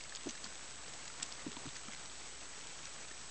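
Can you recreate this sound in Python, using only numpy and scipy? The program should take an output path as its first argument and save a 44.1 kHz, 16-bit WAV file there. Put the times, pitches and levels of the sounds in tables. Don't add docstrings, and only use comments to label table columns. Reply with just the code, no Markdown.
import sys
import numpy as np
from scipy import signal
from scipy.fft import rfft, irfft
from scipy.io import wavfile
from scipy.ndimage import uniform_filter1d, map_coordinates

SR = 44100
rng = np.random.default_rng(int(sys.argv[2]) if len(sys.argv) > 2 else 0)


def gain_from_decibels(decibels):
    exponent = np.asarray(decibels, float) / 20
    return 10 ** exponent


def master(y):
    cut = np.clip(np.atleast_2d(y).T, -1, 1)
    pcm = np.round(cut * 32767)
    wavfile.write(sys.argv[1], SR, pcm.astype(np.int16))


N = 145530


def unit(x):
    return x / np.sqrt(np.mean(x ** 2) + 1e-20)


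def wobble(rate):
    knots = rng.standard_normal(int(N * rate / SR) + 4)
    return map_coordinates(knots, [np.arange(N) * rate / SR])


def place(starts, shapes):
    at = np.round(starts * SR).astype(int)[:, None] + np.arange(shapes.shape[1])
    return np.bincount(at.ravel(), shapes.ravel(), N + SR)[:N]


def taps(s, db, hz, t60, crack_db, splash_db, splash_s, attack_s, size, order=21):
    t = np.arange(size) / SR
    noise = rng.standard_normal((len(s), 2, size))
    noise = noise - uniform_filter1d(noise, size=order)
    db, hz, t60 = db[:, None], hz[:, None], np.abs(t60)[:, None]
    crack = noise[:, 0] * gain_from_decibels(crack_db - 60 * t / t60)
    splash = noise[:, 1] * gain_from_decibels(splash_db - 60 * t / splash_s)
    modes = np.sin(2 * np.pi * hz * t) + .25 * np.sin(2 * np.pi * .76 * hz * t)
    ring = modes * gain_from_decibels(-60 * t / t60)
    return place(s, gain_from_decibels(db) * (ring + crack + splash) * (1 - np.exp(-t / attack_s)))


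# (time [s], level [dB], pitch [Hz], t60 [s])
NEAR_PELLETS = [(0.0384, -40.5, 5040, 0.01), (0.1507, -33, 4480, 0.0057), (0.1582, -39, 7060, 0.013),
                (0.1645, -38, 5030, 0.0076), (0.2898, -37, 5990, 0.0088), (0.2942, -36, 6300, 0.01),
                (0.2979, -37, 6020, 0.0058), (0.3079, -33, 6400, 0.0045), (0.4425, -33.5, 4460, 0.0062),
                (0.4447, -35, 4400, 0.0031), (0.8816, -43.5, 4790, 0.0069), (1.055, -39.5, 6940, 0.0059),
                (1.0783, -39.5, 4200, 0.0059), (1.0803, -41, 6750, 0.008), (1.1886, -45.5, 3720, 0.0064),
                (1.2269, -31.5, 7860, 0.0092), (1.2293, -28, 7560, 0.013), (1.2298, -38, 5810, 0.0096),
                (1.3243, -36, 4670, 0.0054), (1.5178, -37, 6550, 0.004), (1.5672, -37.5, 3540, 0.0051),
                (1.6897, -43.5, 3700, 0.0084), (1.7669, -42.5, 6700, 0.01), (1.7687, -43.5, 6010, 0.0094),
                (1.9484, -42.5, 3900, 0.0063), (2.0981, -41.5, 3430, 0.0057), (2.6703, -41, 6980, 0.01),
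                (2.855, -36.5, 5750, 0.0052)]
# (time [s], level [dB], pitch [Hz])
FAR_PELLETS = [(0.0873, -47.5, 4490), (0.095, -34, 6600), (0.1701, -33, 4750), (0.2333, -35.5, 6120),
               (0.2467, -41, 6400), (0.301, -43, 5680), (0.3554, -39.5, 5400), (0.6563, -41.5, 6850),
               (0.757, -41, 7360), (0.8949, -37, 7340), (0.9363, -36, 5100), (1.2233, -32, 5170),
               (1.2389, -36.5, 7240), (1.2613, -39.5, 6130), (1.2894, -47, 5200), (1.7025, -49, 3800),
               (1.7553, -37.5, 4880), (1.9727, -38.5, 5530), (2.0577, -36.5, 5730), (2.0643, -49.5, 6200),
               (2.1306, -41.5, 3210), (2.1973, -41.5, 3440), (2.2316, -47, 4700), (2.8434, -42.5, 4520),
               (2.9381, -41.5, 4740), (2.9792, -50.5, 6960), (3.0844, -35, 3570), (3.1143, -44, 4780)]


def pellets():
    s, db, hz, t60 = np.transpose(NEAR_PELLETS)
    near = taps(s, db + 7.0, hz, .7 * t60, crack_db=-1.6, splash_db=-17, splash_s=.045,
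                attack_s=.00015, size=2000, order=15)
    s, db, hz = np.transpose(FAR_PELLETS)
    far = taps(s, db + 1, hz, .0048 + 0 * s, crack_db=3.0, splash_db=-10.5, splash_s=.033,
               attack_s=.0004, size=2000)
    return near + far


# (time [s], level [dB], pitch [Hz], t60 [s])
LEAF_DROPS = [(0.0054, -41, 2560, 0.011), (0.0087, -34.5, 2247, 0.0087), (0.1228, -38.5, 1732, 0.019),
              (0.3519, -40.5, 1714, 0.017), (0.4542, -39.5, 1103, 0.017), (0.4628, -39.5, 1480, 0.017),
              (0.9988, -42.5, 2068, 0.01), (1.1016, -39, 1373, 0.0098), (1.1985, -34, 1530, 0.011),
              (1.2099, -41.5, 1790, 0.015), (1.6634, -35.5, 1167, 0.0085), (1.7638, -31, 1810, 0.0068),
              (1.8832, -39.5, 1300, 0.017), (1.9219, -38, 2110, 0.0086), (1.9338, -31.5, 2180, 0.0066),
              (3.111, -40.5, 1796, 0.02)]


def leaf_drops():
    s, db, hz, t60 = np.transpose(LEAF_DROPS)
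    return taps(s, db + 1.5, hz, t60, crack_db=-2.5, splash_db=-12, splash_s=.046,
                attack_s=.00071, size=2000)


# (time [s], level [dB], pitch [Hz], t60 [s])
SHELTER_KNOCKS = [(0.2595, -38, 294, 0.051), (.268, -32.5, 339, 0.058), (0.2778, -39, 299, 0.052),
                  (0.289, -41.5, 250, 0.051), (.445, -50, 231, 0.047), (.462, -49.5, 220, 0.057),
                  (.878, -50.5, 487, 0.048), (1.199, -50, 274, 0.048), (1.224, -47.5, 280, 0.035),
                  (1.465, -32.5, 298, 0.048), (1.479, -40, 205.5, 0.068), (1.4916, -42, 196, 0.042),
                  (1.516, -49.5, 422, .06), (1.5675, -40, 946, 0.023), (1.569, -40, 273, 0.034),
                  (1.656, -39, 297, 0.038), (1.664, -38, 301, 0.033), (1.673, -44, 148, .07),
                  (1.883, -42.5, 231.5, 0.047), (1.894, -48, 758, 0.033), (2.577, -43, 460, 0.018),
                  (3.112, -50.5, 300, 0.035)]


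def shelter():
    s, db, hz, t60 = np.transpose(SHELTER_KNOCKS)[:, :, None]
    sag = 4
    t = np.arange(6000) / SR
    phase = 2 * np.pi * hz * np.log(1 + sag * t) / sag
    spray = rng.standard_normal((len(s), 6000))
    dull_spray = uniform_filter1d(spray, size=24) - uniform_filter1d(spray, size=160)
    puff = dull_spray * gain_from_decibels(-2.5)
    overtone = gain_from_decibels(-8 - 90 * t / t60) * np.sin(1.9 * phase)
    ring = (np.sin(phase) + puff + overtone) * gain_from_decibels(-60 * t / t60)
    body_hz, body_db, body_t60 = 138, -25, .11
    body = gain_from_decibels(body_db - 60 * t / body_t60) * np.sin(2 * np.pi * body_hz * t)
    attack = 1 - np.exp(-t / .0012)
    return place(s[:, 0], gain_from_decibels(db + 3.0) * attack * (ring + body))


# (time [s], level [dB])
RAIN_STRENGTH = [
    (0.0, -52.5),
    (0.27, -51),
    (0.58, -50),
    (1.44, -50),
    (2.53, -50.5),
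    (3.3, -51),
]
# (frequency [Hz], density [dB per Hz])
HISS_SPECTRUM = [(25, -1), (95, -7.5), (130, 4.5), (180, -1.5), (1500, -1), (3000, -6), (5400, -6),
                 (7600, -0.5)]


def drizzle():
    s, db = np.transpose(RAIN_STRENGTH)
    strength_db = np.interp(np.arange(N) / SR, s, db)

    z = signal.stft(rng.standard_normal(N), nperseg=512)[2]
    field = uniform_filter1d(rng.standard_normal(z.shape), size=8, axis=0)
    field = uniform_filter1d(field, size=8, axis=1)
    patchy = signal.istft(z * gain_from_decibels(unit(field)), nperseg=512)[1][:N]
    hz, density_db = np.transpose(HISS_SPECTRUM)
    colour = np.interp(np.log(np.fft.rfftfreq(N, 1 / SR) + 1), np.log(hz), density_db)
    hiss = unit(irfft(rfft(patchy) * gain_from_decibels(colour), N))
    hiss_db = strength_db + 1.82 + .56 * wobble(9) + wobble(35)

    patter_per_s, patter_db = 330, -52
    when, size, pitch, decay = rng.random((int(patter_per_s * N / SR), 4)).T
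    pellet_db = patter_db - 3.2 * np.log(1 - .95 * size)
    patter = taps(when * N / SR, pellet_db, 1100 * 6.5 ** pitch, .003 + .006 * decay,
                  crack_db=2.0, splash_db=-13.5, splash_s=.034, attack_s=.00014, size=900)
    return gain_from_decibels(hiss_db) * hiss + patter * gain_from_decibels(strength_db - db.mean())


def camera():
    t = np.arange(N) / SR
    frame_hz, first_frame_s, cycles_per_frame = 29.97004, .012343, 262.5
    frame_part = (t - first_frame_s) * frame_hz % 1
    whine = gain_from_decibels(-55.8) * np.cos(2 * np.pi * cycles_per_frame * frame_part)
    hum = gain_from_decibels(-69.5 + 1.3 * wobble(6.1)) * np.sin(2 * np.pi * 59.99 * t)
    return np.sqrt(2) * (whine + hum)


def scene():
    return (pellets() + leaf_drops() + shelter() + drizzle() + camera())[None]


def roll_off(x):
    return signal.sosfilt(signal.butter(12, 9420, fs=SR, output="sos"), x)


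def record(dry):
    rate_hz, step, bias = 16000, 1 / 181, .06
    count = N * rate_hz // SR
    slow = irfft(rfft(dry)[:, :count // 2 + 1], count) * count / N
    stepped = np.fft.fft(step * np.floor(slow / step + bias))
    images = stepped[:, np.arange(N // 2 + 1) % count]

    taps_count = 89
    lag = np.arange(taps_count) - taps_count // 2
    kernel = np.sinc(lag * rate_hz / SR) * np.kaiser(taps_count, 9)
    soft = np.abs(rfft(kernel / kernel.sum(), N))
    mix = irfft(images * soft, N) * N / count
    return roll_off(mix)


dry = scene()
out = record(dry)
master(out)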